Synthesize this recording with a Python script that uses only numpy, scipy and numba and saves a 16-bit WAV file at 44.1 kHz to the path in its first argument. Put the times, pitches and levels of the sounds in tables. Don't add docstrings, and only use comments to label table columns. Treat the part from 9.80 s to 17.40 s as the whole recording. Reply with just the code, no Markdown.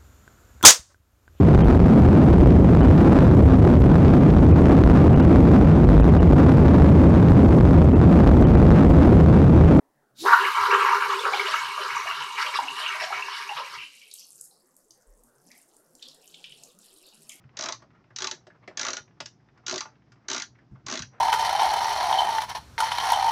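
import sys
import numpy as np
from scipy import signal
from scipy.fft import rfft, irfft, next_fast_len
from scipy.io import wavfile
from scipy.ndimage import uniform_filter1d
from numba import njit

SR = 44100
rng = np.random.default_rng(int(sys.argv[2]) if len(sys.argv) > 2 else 0)


def pcm_store(signal):
    levels = np.round(np.clip(np.atleast_2d(signal), -1, 1) * 32767)
    wavfile.write(sys.argv[1], SR, levels.astype(np.int16).T)


N = 335160
TIME = np.arange(N) / SR
CUTOFF_HZ = 15700
VALVE_OPENS_S = .335


def from_db(db):
    return 10 ** (np.asarray(db) / 20)


def rms_one(x):
    return x / np.sqrt(np.mean(x ** 2) + 1e-20)


def filtered(x, order, hz, kind):
    return signal.sosfilt(signal.butter(order, hz, kind, fs=SR, output="sos"), x)


def coloured(x, spectrum):
    hz, db = np.transpose(spectrum)
    size = next_fast_len(N)
    bins = np.maximum(np.fft.rfftfreq(size, 1 / SR), 1)
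    gain = from_db(np.interp(np.log(bins), np.log(hz), db))
    return rms_one(irfft(rfft(x, size) * gain, size)[:N])


def drift(rate):
    knots = rng.standard_normal(N // 40)
    return np.interp(TIME * rate, np.arange(len(knots)), knots)


def resonance(x, hz, width_hz):
    r = np.exp(-np.pi * width_hz / SR)
    w = 2 * np.pi * min(hz, CUTOFF_HZ) / SR
    zeros = np.array([1, 0, -1]) * (1 - r * r) / 2
    return signal.lfilter(zeros, [1, -2 * r * np.cos(w), r * r], x + 1e-18)


def body(x, modes):
    return sum(from_db(db) * resonance(x, hz, width) for hz, width, db in modes)


def evened(x, span_s):
    span = int(span_s * SR)
    power = uniform_filter1d(uniform_filter1d(x ** 2, span), span)
    return x / np.sqrt(np.abs(power) + np.mean(x ** 2) / 100)


def ramp(start_s, rise_s):
    return np.clip((TIME - start_s) / rise_s, 0, 1)


def swells(rows, attack_s, release_s):
    power = 0
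    for s, length_s, *levels_db in rows:
        release = np.exp(-np.maximum(TIME - s - length_s, 0) / release_s)
        power = power + np.outer(from_db(levels_db), ramp(s, attack_s) * release) ** 2
    return np.sqrt(power)


def add(out, s, sound):
    at = int(np.clip(s * SR, 0, N - 1))
    out[at:at + len(sound)] += sound[:N - at]


@njit
def ring_bubbles(starts, pitches, sizes, cycles, rise, length):
    out = np.zeros(length)
    for k in range(len(starts)):
        step = np.exp(pitches[k] * (2j * np.pi - 1 / cycles))
        glide = np.exp(2j * np.pi * pitches[k] ** 2 * rise / cycles)
        tone = sizes[k] + 0j
        closed = 1.0
        opening = np.exp(-pitches[k] * min(1, 2 / cycles))
        for i in range(starts[k], min(starts[k] + int(5 * cycles / pitches[k]), length)):
            out[i] += (1 - closed) * tone.imag
            tone, step, closed = tone * step, step * glide, closed * opening
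    return out


def bubbles(low_hz, high_hz, per_s, cycles, spread_db, clump_db, wander_db=0, rise=.03):
    size_shifts_per_s = 13
    born = np.flatnonzero(rng.random(N) < per_s * from_db(clump_db * drift(45)) / SR)
    strength, sign, place = rng.random((3, N))[:, born]
    pitches = low_hz * (high_hz / low_hz) ** place / SR
    favour_db = wander_db * np.cos(np.pi * (2 * place + drift(size_shifts_per_s)[born]))
    chance_db = spread_db * np.minimum(-np.log(strength), 3)
    sizes = from_db(chance_db + favour_db) * np.sign(sign - .5) * np.sqrt(pitches)
    return rms_one(ring_bubbles(born, pitches, sizes, float(cycles), float(rise), N))


def background(patchy_db=5.5, count=16):
    # t/s, level/dB
    level_curve = [(0, -67), (4.2, -72.5), (5.7, -64.5), (7.6, -64)]
    # f/Hz, relative level per Hz/dB
    noise_spectrum = [(25, 4), (80, -16), (370, -4), (700, -6.5), (1900, -18.5), (4000, -17), (10000, -16),
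                      (15000, -18)]
    edges = np.geomspace(90, 2000, count)
    white = rng.standard_normal((2, N))
    noise = from_db(-10) * rng.standard_normal(N)
    for k, band in enumerate(zip(edges, edges[1:])):
        waver = from_db(patchy_db * np.minimum(drift(18), 2))
        noise += filtered(white[k % 2], 2, band, "band") * waver
    lumps = bubbles(120, 600, per_s=22, cycles=8, spread_db=2.5, clump_db=1)
    level_db = np.interp(TIME, *np.transpose(level_curve))
    return from_db(level_db) * rms_one(coloured(noise, noise_spectrum) + .65 * lumps)


def flow():
    opening_s, closes_s = .075, 3.9
    sag_db_per_s, closing_db_per_s = 2.3, 46
    sag_db = sag_db_per_s * np.maximum(TIME - VALVE_OPENS_S, 0)
    closing_db = closing_db_per_s * np.maximum(TIME - closes_s, 0)
    return ramp(VALVE_OPENS_S, opening_s) ** 3 * from_db(-sag_db - closing_db)


def boiling():
    churn_starts_s, starting_s = .42, .05
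    churn_stops_s, stopping_s = 4.03, 0.039
    return ramp(churn_starts_s, starting_s) ** 2 * (1 - ramp(churn_stops_s, stopping_s))


def hiss(spits_db=-3, top_hz=11000, top_db=2, top_fall_db_per_s=6.5, spurt_db=4, spurt_s=0.24):
    # f/Hz, relative level per Hz/dB
    jet_spectrum = [(1500, -13.5), (2900, -2.5), (3900, 11.5), (6000, 1), (7300, -4), (9000, -6),
                    (12000, -4), (15500, -12.5)]
    spray = bubbles(5500, 14000, per_s=2600, cycles=13, spread_db=7, clump_db=5, wander_db=4)
    jet = coloured(rng.standard_normal(N) + from_db(spits_db) * spray, jet_spectrum)
    jet = jet * from_db(1.1 * drift(170) + 1.1 * drift(30))
    jet = jet * from_db(spurt_db * np.exp(-np.maximum(TIME - VALVE_OPENS_S, 0) / spurt_s))
    rush = filtered(jet, 3, top_hz, "low")
    top = filtered(jet, 3, top_hz, "high")
    return rush + from_db(top_db - top_fall_db_per_s * TIME) * top


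def gas_jet(spray_db=-14):
    # t/s, length/s, churning bubbles level/dB, fine bubbles level/dB
    surge_rows = [(.45, 0.057, -16.5, -34.5), (.512, 0.03, -10, -31), (.56, 0.13, -25, -36),
                  (.74, 0.13, -21, -33.5), (.895, 0.059, -16, -28.5), (.98, 0.18, -19.5, -31.5),
                  (1.19, 0.07, -24.5, -37), (1.285, 0.052, -23, -31.5), (1.435, 0.045, -21.5, -36.5),
                  (1.515, 0.23, -33, -33.5), (1.69, 0.18, -33, -34.5), (1.99, 0.22, -33, -37.5),
                  (2.26, 0.052, -29.5, -29), (2.36, 0.084, -34, -37), (2.565, 0.062, -27.5, -27.5),
                  (2.65, 0.037, -30, -30.5), (2.73, 0.044, -30, -27.5), (2.95, 0.22, -34.5, -34),
                  (3.19, 0.056, -37.5, -30), (3.315, 0.082, -36, -33.5), (3.47, 0.16, -39, -36.5),
                  (3.755, 0.046, -30.5, -34.5), (3.92, 0.034, -37, -38)]
    # f/Hz, width/Hz, relative level/dB
    bowl_modes = [(985, 150, 5), (1037.6, 35, -9.5), (1163, 110, 5.5), (1326, 64, -3), (1540, 200, -4)]
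    # f/Hz, width/Hz, relative level/dB
    fizz_modes = [(2230, 120, 0), (2840, 130, -5)]
    # f/Hz, relative level per Hz/dB
    fizz_spectrum = [(1200, -18), (1700, -5), (2950, -1), (3250, -5.5), (4200, -10), (5400, -10),
                     (7000, -30.5)]
    slosh_spectrum = [(50, -14), (88, -2), (135, 1), (200, -8.5), (290, -3), (600, -24.5)]
    jet_db, churn_db, fizz_db = -40, -27, -35.5
    churn_follows, fizz_follows = 2.1, 1.1
    rumble_db = -68.5

    gas, churning = flow(), boiling()
    churn_surge, fizz_surge = swells(surge_rows, attack_s=.02, release_s=.012)
    churn_gain = np.hypot(churn_surge, churning * from_db(churn_db) * gas ** churn_follows)
    fizz_gain = np.hypot(fizz_surge, churning * from_db(fizz_db) * gas ** fizz_follows)
    hiss_gain = np.hypot(from_db(spray_db) * fizz_surge, from_db(jet_db) * gas)

    coarse = bubbles(900, 1800, per_s=2200, cycles=1.6, spread_db=3, clump_db=2, wander_db=4)
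    churn = evened(body(coarse, bowl_modes) + from_db(-10) * coarse, 0.04)
    churn = filtered(churn, 4, 830, "high")
    fine = bubbles(1500, 6000, per_s=4200, cycles=9, spread_db=5.3, clump_db=3.8, wander_db=5.5)
    fine = coloured(fine, fizz_spectrum)
    fizz = evened(fine + from_db(-0.5) * body(fine, fizz_modes), 0.11)
    rumble = bubbles(65, 330, per_s=26, cycles=2.4, spread_db=1.5, clump_db=4)
    rumble = from_db(rumble_db) * churning * coloured(rumble, slosh_spectrum)
    return churn_gain * churn + fizz_gain * fizz + hiss_gain * hiss() + rumble


def gas_pocket(opens_s=.45, open_db=-33, open_hz=390, octaves_per_s=11, open_width_s=0.026):
    # t/s, length/s, level/dB
    throb_rows = [(.435, 0.048, -29.5), (.585, 0.076, -37), (.77, 0.13, -44), (.88, 0.081, -28),
                  (.98, 0.49, -39.5), (1.425, 0.038, -26.5), (1.5, 0.16, -38), (1.99, 0.07, -42),
                  (2.37, 0.032, -46), (3.29, 0.2, -53.5)]
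    # f/Hz, width/Hz, relative level/dB
    pocket_modes = [(405, 22, 0), (465, 60, -11)]
    blurts_per_s, blurt_db = 45, -53
    since = np.clip(TIME - opens_s, -.15, .15)
    gulp_hz = open_hz * 2 ** (octaves_per_s * since + 0.25 * drift(300))
    phase = 2 * np.pi * np.cumsum(gulp_hz) / SR
    gulp = from_db(open_db) * np.exp(-(since / open_width_s) ** 2 / 2) * np.sin(phase)
    puffs = bubbles(360, 560, per_s=130, cycles=3, spread_db=3, clump_db=4)
    throb_gain = swells(throb_rows, attack_s=.02, release_s=.014)[0]
    throbs = throb_gain * evened(body(puffs, pocket_modes), 0.085)
    stray = bubbles(360, 560, per_s=blurts_per_s, cycles=3, spread_db=2.5, clump_db=4)
    blurts = rms_one(body(stray, pocket_modes))
    return gulp + throbs + from_db(blurt_db) * boiling() * flow() * blurts


def clusters(rows, swell_s, spread, cycles, count=24):
    out, length = np.zeros(N), SR // 3
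    for s, db, hz in rows:
        starts = np.minimum(rng.gamma(2, 1, count) * swell_s * SR, length - 1).astype(np.int64)
        pitches = hz * 2 ** (spread * rng.uniform(-0.72, 1, count)) / SR
        burst = ring_bubbles(starts, pitches, rng.standard_normal(count), float(cycles), 0.02, length)
        rms = np.sqrt(np.sum(burst ** 2) / (4 * swell_s * SR))
        add(out, s, from_db(db) * burst / rms)
    return out


def gurgles():
    # t/s, rms level/dB, f/Hz
    gurgle_rows = [(.435, -33, 783), (.77, -51.5, 92), (1.44, -37.5, 717), (1.52, -30.5, 833),
                   (1.67, -40.5, 590), (1.965, -43, 620), (2.235, -40.5, 696), (2.635, -44, 535),
                   (2.785, -36.5, 752), (2.81, -50, 272), (2.995, -44.5, 692), (3.14, -48, 665),
                   (3.21, -36, 660), (3.295, -34.5, 725), (3.69, -35, 860), (3.76, -43, 560)]
    return clusters(gurgle_rows, swell_s=.011, spread=0.2, cycles=4)


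def bloops(ring_s=.0022):
    # t/s, peak level/dB, middle f/Hz
    bloop_rows = [(0.483, -10, 1450), (0.531, -4, 1420), (.648, -16.5, 2180), (0.937, -12.5, 1160),
                  (1.392, -23, 3550), (1.534, -17.5, 2340), (1.595, -14, 2240), (1.74, -13, 1294),
                  (1.977, -19.5, 1170), (2.166, -15.5, 1142), (2.756, -17, 1190), (2.788, -13.5, 952),
                  (2.882, -20.5, 2810), (3.061, -20, 2800), (3.325, -19.5, 1310), (3.423, -21, 2710),
                  (3.483, -23.5, 1035), (3.691, -23.5, 2800)]
    out, age = np.zeros(N), TIME[:SR // 10] / ring_s
    shape = age * (1 - np.exp(-2 * age)) * np.exp(-age)
    for s, db, hz in bloop_rows:
        phase = 2 * np.pi * np.cumsum(hz * (1 + .05 * np.tanh(age - 2))) / SR
        add(out, s, from_db(db) * shape / shape.max() * np.sin(phase))
    return out


def foam():
    # t/s, length/s, fine crackle level/dB, wet squelch level/dB
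    stroke_rows = [(4.08, 0.25, -61.5, -63.5), (4.30, 0.12, -54, -59), (4.44, 0.22, -54, -77),
                   (5.64, 0.19, -61.5, -72.5), (5.89, 0.056, -60, -73), (6.17, 0.15, -66, -62),
                   (6.39, 0.518, -63.5, -62.5), (6.98, 0.4, -61, -63.5), (7.39, 0.26, -59.5, -67)]
    # f/Hz, relative level per Hz/dB
    crackle_spectrum = [(2500, -42), (5200, -7), (8000, 2), (12000, 0), (12800, -4), (15500, -26)]
    crackle_starts_s, faint_db = 1.38, -70
    attack_s, release_s = .03, .016
    stirred, squelch_gain = swells(stroke_rows, attack_s, release_s)
    crackle_gain = np.hypot(stirred, from_db(faint_db) * ramp(crackle_starts_s, attack_s))
    films = bubbles(4000, 13000, per_s=1300, cycles=1.8, spread_db=7, clump_db=6, wander_db=3)
    crackle = evened(coloured(films, crackle_spectrum), .11)
    wet = bubbles(2400, 5600, per_s=900, cycles=4, spread_db=6, clump_db=5, wander_db=4)
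    squelch = evened(filtered(wet, 4, 2200, "high"), .08)
    return crackle_gain * crackle + squelch_gain * squelch


def squishes():
    # t/s, rms level/dB, f/Hz
    squish_rows = [(3.975, -39, 2500), (4.12, -56.5, 2460), (4.205, -53, 2540), (4.38, -51, 4930),
                   (4.705, -65.5, 4560), (5.7, -59, 2010), (6.215, -52, 3674), (6.52, -62, 3310),
                   (6.64, -53, 2920), (6.72, -65, 3000), (7.04, -66, 4400), (7.235, -58, 3980),
                   (7.49, -55, 2370)]
    return clusters(squish_rows, swell_s=.017, spread=.3, cycles=5.5, count=60)


def pops(snap_cycles=8, spatter_db=-18, spatter_s=.026, damping_hz=22000, droplets_per_s=650):
    # t/s, peak level/dB, f/Hz
    pop_rows = [(4.312, -33.5, 4350), (4.338, -28, 8400), (4.6106, -24, 9200), (4.646, -42, 9960),
                (4.965, -38.5, 8790), (5.1066, -38, 5760), (5.436, -44.5, 9900), (5.715, -38.5, 5240),
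                (5.966, -42, 8700), (6.151, -38, 6700), (6.2245, -29, 3730), (6.284, -33, 5010),
                (6.3456, -43.5, 8240), (6.476, -38, 7000), (6.542, -33.5, 3450), (6.6405, -27.5, 2960),
                (6.72, -36.5, 3000), (6.835, -33.5, 6700), (6.988, -39.5, 8300), (7.493, -27, 7600),
                (7.494, -36, 3240), (7.518, -35.5, 6000)]
    out, t = np.zeros(N), TIME[:SR // 8]
    chance = droplets_per_s / SR
    for s, db, hz in pop_rows:
        age = t * hz / snap_cycles
        snap = age * np.exp(1 - age)
        droplets = (rng.random(len(t)) < chance) / np.sqrt(chance) * np.exp(-t / spatter_s)
        burst = rng.standard_normal(len(t)) * (snap + from_db(spatter_db) * droplets)
        pop = resonance(burst, hz, hz * hz / damping_hz)
        pop = filtered(pop, 4, [hz * .6, min(hz * 2.4, 13500)], "band")
        add(out, s, from_db(db) * pop / np.abs(pop).max())
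    return out


def bumps(thud_hz=36, swell_s=0.02):
    # t/s, peak level of the swell/dB
    bump_rows = [(5.263, -50.5), (5.374, -64)]
    out, t = np.zeros(N), TIME[:SR // 2]
    shape = (t / swell_s) ** 2 * np.exp(-t / swell_s)
    for s, db in bump_rows:
        add(out, s, from_db(db) * shape / shape.max() * np.sin(2 * np.pi * thud_hz * t))
    return out


def room(x, gap_s=0.0016, t60_s=.32, tail_db=-3.8):
    t = TIME[:SR // 2]
    tail = rng.standard_normal(len(t)) * from_db(-60 * t / t60_s) * (1 - np.exp(-t / gap_s))
    wet = signal.fftconvolve(x, tail / np.linalg.norm(tail))[:N]
    return (x + from_db(tail_db) * wet) / np.hypot(1, from_db(tail_db))


def scene():
    bowl = gas_jet() + gas_pocket() + gurgles() + bloops() + foam() + squishes() + pops()
    return (room(bowl) + bumps() + background())[None]


def record(dry):
    rounded = dry / (1 + (dry / .8) ** 6) ** (1 / 6)
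    steep_cut = signal.ellip(10, .1, 90, CUTOFF_HZ, fs=SR, output="sos")
    return signal.sosfilt(steep_cut, rounded)


dry = scene()
out = record(dry)
pcm_store(out)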